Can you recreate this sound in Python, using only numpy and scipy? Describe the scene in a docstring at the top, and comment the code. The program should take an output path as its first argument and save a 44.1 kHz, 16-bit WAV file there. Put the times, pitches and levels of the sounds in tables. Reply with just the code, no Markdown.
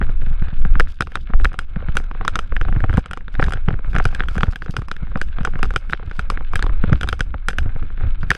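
"""A camera in a sealed plastic case knocks about on the chest of a mountain biker on a stony trail.
Each knock is a short ring, a buzz, a click and a hollow push, the last three sent through case resonances.
Jolts thump as short low swings with a scuff of the straps; a faint treble hiss is lumpy, coloured noise.
Behind them the body heaves, the harness shudders and the tyres crunch on gravel, muffled by the case."""
import sys
import numpy as np
from scipy import signal
from scipy.fft import rfft, irfft, next_fast_len
from scipy.io import wavfile
from scipy.ndimage import map_coordinates

SR = 44100
rng = np.random.default_rng(int(sys.argv[2]) if len(sys.argv) > 2 else 0)


def generate_wav(signal):
    """Clip the signal to [-1, 1] and save it as 16-bit WAV at the path in sys.argv[1]."""
    frames = np.transpose(np.atleast_2d(signal))
    scaled = np.clip(frames, -1, 1) * 32767
    pcm = np.round(scaled).astype(np.int16)
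    wavfile.write(sys.argv[1], SR, pcm)


N = 369116

# Camera against case. Each row: start in seconds, level in dB, ring in Hz, click against the knock in dB.
KNOCKS = [(0.0148, -12, 1410, -60), (0.026, -21, 1560, -30.5), (0.044, -33, 1590, -27),
          (0.0935, -24, 1340, -67), (0.219, -29, 1580, -43), (0.267, -30, 1470, -40),
          (0.33, -33, 1500, -33), (0.4228, -23, 1480, -41), (0.47, -42, 1500, -31),
          (0.485, -29.5, 1570, -25), (0.6508, -15.5, 1430, -43), (0.7544, -13, 1370, -43),
          (0.7979, -6.5, 1384, -13.5), (0.805, -2.5, 1660, -44), (1.007, -9, 1390, -13.5),
          (1.0215, -16.5, 1430, -15), (1.071, -25.5, 1190, -22), (1.119, -33, 1660, -18.5),
          (1.155, -10.5, 1350, -18.5), (1.1713, -22, 1330, -45), (1.302, -28.5, 1270, -37),
          (1.3362, -11.5, 1240, -63), (1.399, -21, 1470, -65), (1.4461, -12, 1330, -12.5),
          (1.454, -2.5, 1580, -47), (1.5177, -26, 1320, -36), (1.531, -32.5, 1590, -17),
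          (1.5416, -24.5, 1220, -25), (1.5899, -13.5, 1426, -14.5), (1.7602, -22.5, 1560, -53),
          (1.805, -27.5, 1240, -58), (1.823, -27.5, 1250, -52.5), (1.8855, -20.5, 1470, -81),
          (1.9536, -29, 1260, -8), (1.969, -11.5, 1460, -7.5), (2, -24.5, 1330, -40),
          (2.04, -35.5, 1470, -15), (2.1127, -20, 1100, -31), (2.1494, -23, 1110, -54),
          (2.2111, -14, 1140, -42), (2.229, -35, 1500, -30), (2.2499, -15, 1130, -19.5),
          (2.279, -5, 1357, -16.5), (2.3559, -10.5, 1340, -15), (2.3635, -20, 1280, -57),
          (2.3903, -12.5, 1310, -16.5), (2.522, -16, 1270, -56), (2.5652, -12, 1650, -26.5),
          (2.613, -12, 1440, -28.5), (2.6506, -20.5, 1330, -37), (2.676, -33, 1500, -47),
          (2.6846, -17, 1160, -51), (2.69, -25, 1370, -43), (2.7261, -19, 1490, -55),
          (2.751, -28, 1170, -68), (2.7625, -23, 1500, -50), (2.8039, -20.5, 1620, -24),
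          (2.8403, -8.5, 1240, -57), (2.8954, -15.5, 1450, -36), (2.907, -29, 1490, -29),
          (2.929, -21.5, 1540, -23), (2.9393, -23, 1290, -19), (2.972, -17.5, 1520, -14.5),
          (2.978, -10, 940, -28), (2.993, -30.5, 1530, -10), (3.0591, -25, 1320, -16.5),
          (3.1112, -21, 1400, -15), (3.1332, -20, 1420, -13), (3.1732, -22, 1200, -19.5),
          (3.2082, -32, 1680, -47), (3.281, -25, 1430, -24.5), (3.342, -31, 1500, -43),
          (3.352, -22, 1640, -29), (3.3961, -7.5, 1280, -58), (3.401, -19, 1660, -30),
          (3.4207, -20.5, 1300, -18.5), (3.4261, -4.5, 1470, -30.5), (3.4403, -22.5, 1630, -10.5),
          (3.4494, -28, 1520, -37), (3.463, -31, 1600, -12), (3.4684, -28.5, 1510, -17.5),
          (3.483, -17, 1090, -26), (3.507, -24.5, 1300, -17), (3.5224, -15.5, 1420, -19.5),
          (3.5351, -19, 1430, -12), (3.557, -30, 1500, -45), (3.572, -28, 1570, -24),
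          (3.68, -26, 1520, -29), (3.6853, -7, 1290, -38), (3.7057, -19.5, 1460, -48),
          (3.732, -29, 1490, -34), (3.7402, -25, 1500, -28.5), (3.7907, -26, 1290, -45),
          (3.846, -25.5, 1420, -60), (3.932, -26.5, 1480, -21), (3.9457, -22, 1350, -30),
          (3.9516, -14, 1350, -24.5), (3.963, -7.5, 1550, -28), (3.984, -15, 1400, -17.5),
          (3.9997, -7, 1340, -53), (4.0534, -10.5, 1415, -13), (4.088, -34, 1450, -17),
          (4.127, -27, 1230, -40), (4.133, -36, 1400, -40), (4.1483, -22, 1630, -7.5),
          (4.191, -32, 1510, -25), (4.196, -21.5, 1460, -23), (4.2048, -6.5, 1540, -33),
          (4.236, -21, 1400, -25), (4.249, -42, 1400, -45), (4.257, -35, 1200, -50),
          (4.2849, -19, 1430, -12), (4.354, -25, 1200, -19), (4.3647, -26.5, 1430, -18),
          (4.38, -16, 1520, -17), (4.408, -15.5, 1370, -23), (4.4322, -3, 1325, -29),
          (4.4576, -35, 1290, -30), (4.4684, -31, 1670, -29), (4.489, -44, 1300, -33),
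          (4.526, -28, 1280, -36), (4.533, -28, 1470, -27), (4.5584, -24, 1590, -10.5),
          (4.6212, -17, 1500, -29), (4.6607, -25, 1390, -24), (4.682, -27, 1470, -40),
          (4.7392, -32, 1260, -17), (4.7661, -13, 1394, -15), (4.788, -44, 1400, -33),
          (4.8185, -25, 1210, -20), (4.884, -25.5, 1110, -15), (4.9142, -16, 1380, -15),
          (4.9651, -30.5, 1680, -15), (5.003, -53, 1400, -46), (5.07, -31, 1390, -49),
          (5.079, -39.5, 1690, -50), (5.117, -29, 1170, -53), (5.157, -12, 1390, -61),
          (5.173, -23.5, 1180, -19), (5.2145, -13, 1550, -13.5), (5.385, -18.5, 1190, -30),
          (5.4092, -26, 1380, -20), (5.432, -34, 1490, -15), (5.45, -9.5, 1430, -16.5),
          (5.473, -12.5, 1120, -60), (5.536, -26, 1460, -47), (5.556, -18.5, 1480, -52),
          (5.591, -24, 1110, -20), (5.6296, -7.5, 1394, -17.5), (5.645, -20, 1180, -30),
          (5.654, -24, 1320, -19), (5.7062, -19, 1470, -22.5), (5.738, -29, 1230, -14),
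          (5.761, -8, 1396, -14), (5.8973, -22, 1500, -22), (5.926, -20, 1340, -19),
          (5.933, -2.5, 1506, -36.5), (5.996, -27, 1150, -44), (6.028, -28, 1340, -70),
          (6.1124, -23.5, 1470, -24.5), (6.193, -13, 1424, -15), (6.3008, -11.5, 1170, -13.5),
          (6.3194, -25.5, 1170, -39), (6.374, -15.5, 1570, -53), (6.408, -23, 1130, -57),
          (6.5345, -15, 1140, -21.5), (6.5563, -13, 1620, -7), (6.5928, -17, 1270, -21),
          (6.625, -14, 1610, -13), (6.64, -19, 1050, -28), (6.665, -18, 1090, -24),
          (6.6949, -19.5, 1270, -70), (6.839, -11.5, 1280, -49), (6.895, -23, 1320, -26.5),
          (6.9296, -9.5, 1460, -28), (7.011, -19.5, 1500, -12), (7.0319, -14.5, 1430, -13.5),
          (7.0418, -20, 1310, -37), (7.0744, -25, 1190, -17), (7.088, -14.5, 1530, -8.5),
          (7.1277, -13.5, 1360, -15.5), (7.1935, -27, 1210, -11), (7.2064, -12.5, 1550, -12),
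          (7.342, -16.5, 1270, -67), (7.4847, -9, 1420, -9), (7.5022, -26, 1610, -17),
          (7.508, -26, 1540, -14), (7.531, -26.5, 1540, -23), (7.552, -42, 1510, -45),
          (7.5845, -11, 1530, -14.5), (7.658, -29.5, 1280, -44), (7.663, -42, 1500, -59),
          (7.693, -29, 1480, -55), (7.761, -27.5, 1360, -43), (7.826, -25.5, 1290, -61),
          (7.903, -28.5, 1320, -56), (7.977, -29, 1570, -48), (8, -34, 1500, -26), (8.008, -26, 1450, -63),
          (8.0356, -24.5, 1340, -57), (8.0608, -58, 1490, -64), (8.231, -20.5, 1390, -26),
          (8.3041, -6.5, 1760, -10), (8.3147, -3.5, 1440, -24), (8.3496, -22.5, 1550, -13)]
# Jolts through the harness. Each row: middle in seconds, level in dB, pitch in Hz.
JOLTS = [(0.015, -16.5, 180), (0.095, -19, 109), (0.144, -28, 61), (0.199, -26.5, 62.4), (0.235, -21.5, 96),
         (0.273, -23, 133), (0.314, -20.5, 108), (0.424, -17.5, 132), (0.48, -22, 70), (0.53, -20.5, 131),
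         (0.601, -25.5, 71), (0.656, -14.5, 145), (0.759, -16.5, 167), (1.01, -23, 108), (1.302, -22, 193),
         (1.34, -26.5, 60), (1.418, -17, 57.6), (1.48, -28.5, 70), (1.597, -38, 76), (1.768, -15.5, 155),
         (1.889, -15.5, 113), (1.957, -20.5, 186), (1.985, -21, 60), (2.209, -22, 75), (2.329, -21.5, 65),
         (2.526, -27, 79.6), (2.618, -18, 89.5), (2.692, -24.5, 142), (2.725, -19.5, 149),
         (2.77, -9.5, 104), (2.841, -8.5, 88), (2.899, -11, 86), (2.946, -11.5, 94), (2.981, -5.5, 171),
         (3.393, -12.5, 98), (3.431, -16.5, 138), (3.475, -19, 133), (3.557, -18.5, 89), (3.684, -8.5, 142),
         (3.713, -18, 131), (3.735, -15, 107), (3.881, -23, 95.5), (3.95, -16.5, 126), (3.984, -16.5, 119),
         (4.062, -10, 105), (4.191, -25, 102), (4.314, -23.5, 90), (4.371, -13.5, 149), (4.435, -9.5, 151),
         (4.485, -10, 76), (4.697, -16.5, 128), (4.79, -14, 100), (5.03, -17.5, 141), (5.158, -16.5, 173),
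         (5.411, -16, 135), (5.477, -22, 170), (5.556, -23.5, 120), (5.632, -18.5, 136),
         (5.764, -17.5, 102), (6.079, -21.5, 89), (6.191, -22.5, 127), (6.562, -18, 82),
         (6.645, -18.5, 83.5), (6.695, -24.5, 102), (6.842, -12, 175), (6.88, -16, 105),
         (6.893, -16.5, 104), (6.7, -17, 60), (6.926, -2.5, 123), (7.032, -26, 100), (7.131, -21.5, 85),
         (7.209, -19.5, 98), (7.265, -27, 80), (7.345, -23.5, 75), (7.585, -32, 110), (7.619, -20.5, 88.5),
         (7.663, -17, 89), (7.68, -19.5, 70), (7.761, -21.5, 110), (7.832, -29, 130), (8.043, -18, 89),
         (8.07, -17, 72.5), (8.235, -18.5, 133), (8.15, -31, 55), (8.304, -16.5, 122)]
# Lower modes of the case wall. Each row: centre in Hz, width in Hz, relative level in dB.
WALL_MODES = [(1480, 190, 5), (2352, 99, -5.5), (2347, 135, 1), (2910, 22, -12.5), (3190, 63, -11)]


def knocks():
    """Contacts ring the wall, the upper modes and the hollow of the case."""
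    # air and lid of the case; each row: centre in Hz, width in Hz, relative level in dB
    hollow_modes = [(280, 530, -1.5), (506, 151, 4), (763, 65, -2)]
    # upper modes of the case; each row: centre in Hz, width in Hz, relative level in dB
    upper_modes = [(4964, 285, 3), (6240, 270, -1.5), (6990, 250, -7), (7930, 550, -6), (9230, 660, -8),
                   (11020, 200, -9), (13200, 630, -20.5)]
    rings, buzzes, clicks, pushes = np.zeros((4, N + SR))
    t = np.arange(SR // 8) / SR
    for s, db, hz, hollow_db, click_db in contacts():
        start = round(s * SR)
        at = slice(start, start + len(t))
        # a dull contact is a soft one: it builds up more slowly
        rise_s = 0.00037 * amp(-0.2 * (click_db + 18))
        rise = 1 - np.exp(-(t / rise_s) ** 2)
        rings[at] += ring(t, db, hz, click_db, rise)
        buzzes[at] += amp(db + 0.83 * click_db + 29) * buzz(t, rise)
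        clicks[at] += amp(db + click_db + 26.5) * click(t, db, click_db)
        pushes[at] += amp(db + hollow_db + 38.5) * push(t, rise)
    wall = ringing(buzzes[:N], WALL_MODES)
    # the whole case is shoved, too slowly for any treble
    hollow = filtered(ringing(pushes[:N], hollow_modes), lambda f: (1 + 1j * f / 1500) ** -2)
    # only the sharp edge of a contact reaches the upper modes
    bright = filtered(ringing(clicks[:N], upper_modes), lambda f: 1j * f / (4000 + 1j * f))
    return muffled(rings[:N] + wall + hollow) + bright


def contacts():
    """Every knock, then its one weak rebound; rows end in hollow and click parts against the contact in dB."""
    s, db, hz, click_db = np.transpose(KNOCKS)
    chance = rng.standard_normal((len(s), 4))
    # the hollow part rises more slowly than the knock; lower rings, rougher ground and duller clicks raise it
    hollow_db = -31 + 0.69 * (db + 18.5) - 6 * np.log2(hz / 1400) + 0.5 * chance[:, 0]
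    hollow_db = hollow_db + 7.5 * roughness()[(s * SR).astype(int)] - 0.016 * (click_db + 31.5)
    hollow_share_db = hollow_db - db
    delay_s = 0.013 * amp(4.5 * chance[:, 1])
    loss_db = 29.5 + 5.5 * chance[:, 2]
    rebound_hz = hz * amp(0.35 * chance[:, 3])
    first = zip(s, db, hz, hollow_share_db, click_db)
    rebounds = zip(s + delay_s, db - loss_db, rebound_hz, hollow_share_db, click_db)
    return [*first, *rebounds]


def ring(t, db, hz, click_db, rise):
    """A sharp contact sets the wall ringing for longer; a dull one damps it."""
    length_s = 0.0019 * amp(0.32 * (max(click_db, -35) + 21))
    swell = (1 - np.exp(-(t / 0.0004) ** 2)) * np.exp(-(t / length_s) ** 1.4)
    low = amp(db + 2) * np.sin(2 * np.pi * hz * t) * swell
    # each contact lands elsewhere on the wall and finds another overtone
    over_hz = 1.982 * hz * amp(2.5 * rng.standard_normal())
    over = amp(db - 2 + 0.49 * click_db) * np.sin(2 * np.pi * over_hz * t)
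    return low + over * rise * decay(t, 0.0075)


def buzz(t, rise):
    """Loose parts buzz on after the blow: noise with two decays, of energy 1."""
    x = rng.standard_normal(len(t)) * rise * (decay(t, 0.03) + 0.37 * decay(t, 0.023))
    return x / np.linalg.norm(x)


def click(t, db, click_db):
    """Chatter of energy 1 with a faint tail; a duller or weaker contact reaches less high."""
    chance = rng.standard_normal(len(t))
    length_s = 0.0032 * amp(3 * chance[1])
    chatter = chance * (decay(t, length_s) + 0.035 * decay(t, 0.13))
    reach_hz = 10900 * amp(click_db + 18 + 0.21 * (db + 13) + 2.5 * chance[0])
    keep = np.exp(-2 * np.pi * reach_hz / SR)
    chatter = signal.lfilter([1], [1, -2 * keep, keep ** 2], chatter)
    return chatter / np.linalg.norm(chatter)


def push(t, rise):
    """A push on the case: a noise burst of energy 1, after which the lid rattles on."""
    x = rng.standard_normal(len(t)) * rise * (decay(t, 0.0091) + 0.24 * decay(t, 0.045))
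    return x / np.linalg.norm(x)


def thumps():
    """Each jolt is a soft swing of about a cycle and a half, a slower sink and a rough scuff of the straps."""
    # colour of the straps; each row: frequency in Hz, relative level in dB
    strap_colour = [(100, -17), (250, 5), (400, -9), (900, -14), (1500, -14), (2500, -35.5), (4000, -79)]
    swings, scuff_level = np.zeros((2, N + SR))
    lead = SR // 50  # samples ahead of the middle
    t = np.arange(-lead, SR // 10) / SR
    # every knock also shoves the harness
    shoves = [(s, -31.5 + 0.44 * (db + 19.5), 147) for s, db, *_ in KNOCKS]
    for s, db, hz in JOLTS + shoves:
        start = round(s * SR)
        at = slice(start, start + len(t))
        turns = hz * t
        shape = np.exp(-(turns / np.where(turns < 0, 0.45, 0.7)) ** 2)
        swings[at] += amp(db + 2) * np.sin(2 * np.pi * (turns + rng.random())) * shape
        # the slower swing, at 0.36 of the pitch and of either sign
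        sink = np.maximum(0.36 * (turns + 0.5), 0)
        swings[at] += amp(db - 2) * np.sin(2 * np.pi * sink) * np.exp(-sink ** 2) * rng.choice([-1, 1])
        scuff_level[at] += amp(db - 18.5) * np.exp(-(t / np.where(t < 0, 0.006, 0.008)) ** 2)
    return swings[lead:][:N] + scuff_level[lead:][:N] * noise(strap_colour)


def knock_hiss():
    """A faint treble hiss trails every knock, more after a sharper one: coloured noise that decays."""
    # each row: frequency in Hz, relative level in dB
    trail_colour = [(1800, -31.5), (2600, 4.5), (4200, -7.5), (5600, -10), (7000, -43), (8500, -120)]
    decay_s = 0.19  # to -60 dB
    s, db, _, click_db = np.transpose(KNOCKS)
    blow_db = -58 + (db + 11.5) + 0.2 * (click_db + 21)
    blows = np.bincount((s * SR).astype(int), amp(blow_db), N)
    level = signal.lfilter([1], [1, -amp(-60 / (decay_s * SR))], blows)
    return level * unit(amp(1.3 * wobble(170)) * noise(trail_colour))


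def hiss():
    """Faint treble hiss between the knocks, in uneven lumps; its higher band swells with the lower."""
    # each row: time in seconds, level in dB ahead of roughness
    hiss_rows = [(0.0, -70), (0.25, -69), (0.61, -70.5), (0.84, -58.5), (1.91, -71), (2.19, -62),
                 (2.54, -64), (2.98, -66), (3.1, -78), (3.42, -55.5), (3.57, -64.5), (3.71, -86),
                 (3.96, -56), (4.1, -58.5), (4.8, -59.5), (4.97, -69), (5.15, -65.5), (5.59, -58),
                 (5.94, -61), (6.32, -62.5), (6.85, -77.5), (6.99, -54.5), (7.08, -54), (7.25, -76),
                 (7.39, -74.5), (8.25, -66), (8.37, -48)]
    # lower and higher band; each row: frequency in Hz, relative level in dB
    hiss_colour = [(1800, -40.5), (2700, 5), (3800, 4), (4600, -26.5), (5600, -45), (6500, -120)]
    high_colour = [(3000, -36.5), (4500, 6.5), (6000, -3.5), (9000, -9), (12000, -15.5), (15000, -22)]
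    hiss_db = curve(hiss_rows) + 9 * (roughness() - 0.5)
    high_db = np.minimum(-67 + 2.3 * (hiss_db + 64), hiss_db + 5.5)
    lumps = amp(9 * wobble(40) + 5.5 * wobble(210))
    low_hiss = amp(hiss_db) * unit(lumps * noise(hiss_colour))
    high_hiss = amp(high_db) * unit(lumps * noise(high_colour))
    return low_hiss + high_hiss


def heave():
    """The rider's body heaves: low noise whose widest swings are held back as the straps stiffen."""
    # each row: frequency in Hz, relative level in dB per Hz
    heave_colour = [(3, -30.5), (8, 2.5), (15, 7.5), (24, 2), (38, -7.5), (60, -16.5), (100, -56),
                    (200, -120)]
    swings = np.tanh(0.45 * noise(heave_colour))
    return amp(heave_level()) * unit(amp(1.65 * wobble(5)) * swings)


def shudder():
    """The harness shudders in lumps of low noise that follow both the body and the gravel."""
    # each row: frequency in Hz, relative level in dB per Hz
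    shudder_colour = [(30, -9.5), (65, -4), (110, -20), (200, -28), (350, -37), (700, -59.5), (1200, -120)]
    lumps = unit(amp(4.5 * wobble(18)) * noise(shudder_colour))
    return amp(0.37 * heave_level() + 0.4 * gravel_level() - 1.5) * lumps


def tyres():
    """Gravel crunches in clumps and pebbles tick against the frame, heard through the case wall."""
    # each row: frequency in Hz, relative level in dB per Hz
    gravel_colour = [(200, -33), (500, 15.5), (900, 3), (1500, -7), (1900, -9), (2150, -4), (2450, -9),
                     (2900, -22), (4000, -11), (6000, -44)]
    # the wall's modes lie lower under lighter strap pressure and higher under firmer
    walls = [[(hz * shift, width, db) for hz, width, db in WALL_MODES] for shift in (0.92, 1.07)]
    crunch = np.zeros(N)
    for wall in walls:
        clumps = amp(3 * wobble(18) + 3.34 * wobble(150))
        crunch += ringing(clumps * noise(gravel_colour), wall)
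    crunch = unit(amp(1.4 * wobble(3.2) + 3 * wobble(30)) * crunch)
    # about 150 pebbles a second; few are much louder than the rest
    ticks = (rng.random(N) < 150 / SR) * rng.standard_normal(N)
    ticks = ticks * amp(3.5 * rng.exponential(size=N))
    # reversed in time, the same ticks serve as a second set
    pebbles = unit(ringing(ticks, walls[0]) + ringing(ticks[::-1], walls[1]))
    gravel_db = gravel_level()
    return muffled(amp(gravel_db) * crunch + amp(gravel_db - 6) * pebbles)


def heave_level():
    """Level of the heaving body in dB; it heaves harder on rough ground."""
    # each row: time in seconds, level in dB ahead of roughness
    body_rows = [(0.0, -9.5), (0.35, -13.5), (0.77, -8), (0.95, -26), (1.33, -22), (1.35, -2.5),
                 (1.56, -20.5), (2.91, -11), (3.08, -36), (3.4, -12), (3.5, -22), (3.98, -12.5),
                 (4.31, -18.5), (4.38, -18), (4.59, -26.5), (5.71, -12), (5.78, -22.5), (6.48, -19),
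                 (6.81, -6.5), (7.13, -20.5), (8.14, -11), (8.28, -16), (8.37, -44)]
    return curve(body_rows) + 3 * (roughness() - 0.5)


def gravel_level():
    """Level of the tyres in dB ahead of the muffling; rough ground crunches more."""
    # each row: time in seconds, level in dB ahead of roughness
    trail_rows = [(0.0, -49.5), (0.65, -45.5), (0.79, -46.5), (1.02, -55), (1.19, -50), (2.03, -47.5),
                  (2.58, -47), (2.77, -50.5), (3.12, -52), (3.61, -50), (3.75, -52), (4.2, -45),
                  (4.48, -55), (4.89, -54.5), (5.45, -45), (5.59, -46), (5.74, -50), (6.41, -46),
                  (6.76, -45.5), (6.97, -47.5), (7.25, -51.5), (8.37, -45.5)]
    return curve(trail_rows) + 14.5 * (roughness() - 0.5)


def roughness():
    """Between 0 and 1: high around the jolts, where the ground is rougher."""
    reach_s, half_db = 0.041, -10.5  # spread of a jolt, and the jolt that gives one half
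    t = np.arange(0, N, 64) / SR
    near = sum(amp(db) * np.exp(-((t - s) / reach_s) ** 2) for s, db, _ in JOLTS)
    return np.interp(np.arange(N) / SR, t, near / (near + amp(half_db)))


def muffled(x):
    """The closed case and soft contacts pass little above a few kilohertz."""
    return filtered(x, lambda f: (1 + 1j * f / 5200 - (f / 3900) ** 2) ** -3)


def ringing(x, modes):
    """x sent through broad resonances of alternating sign."""
    def response(f):
        total = 0
        for k, (centre, width, db) in enumerate(modes):
            damping = 1j * f * width
            total = total + (-1) ** k * amp(db) * damping / (centre ** 2 - f ** 2 + damping)
        return total
    return filtered(x, response)


def noise(points):
    """Noise of rms 1 with a spectrum drawn through (Hz, dB) points."""
    f, db = np.transpose(points)

    def response(hz):
        return amp(np.interp(np.log(hz + 1), np.log(f + 1), db))
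    return unit(filtered(rng.standard_normal(N), response))


def filtered(x, response):
    """x times a complex response of frequency, padded against wrap-around."""
    m = next_fast_len(N + SR // 2)
    return irfft(rfft(x, m) * response(np.fft.rfftfreq(m, 1 / SR)), m)[:N]


def wobble(rate):
    """A smooth random curve, rate knots a second."""
    knots = rng.standard_normal(int(N * rate / SR) + 4)
    return map_coordinates(knots, [np.arange(N) * rate / SR])


def curve(rows):
    """One value per sample from (seconds, value) rows."""
    return np.interp(np.arange(N) / SR, *np.transpose(rows))


def decay(t, t60_s):
    """An exponential decay that falls 60 dB in t60_s seconds."""
    return amp(-60 * t / t60_s)


def amp(db):
    """Decibels to a linear factor."""
    return 10 ** (np.asarray(db) / 20)


def unit(x):
    """x at rms 1."""
    return x / np.sqrt(np.mean(x ** 2) + 1e-20)


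def scene():
    """The knocks and thumps up close, the faint hiss around them and the ride behind, in one channel."""
    ride = heave() + shudder() + tyres()
    return (knocks() + thumps() + knock_hiss() + hiss() + ride)[None]


def record(dry):
    """The camera's input saturates at full scale and keeps nothing from 14610 Hz up."""
    soft = dry[0] / (1 + np.abs(dry[0]) ** 8) ** (1 / 8)
    return filtered(soft, lambda hz: hz < 14610)[None]


dry = scene()
out = record(dry)
generate_wav(out)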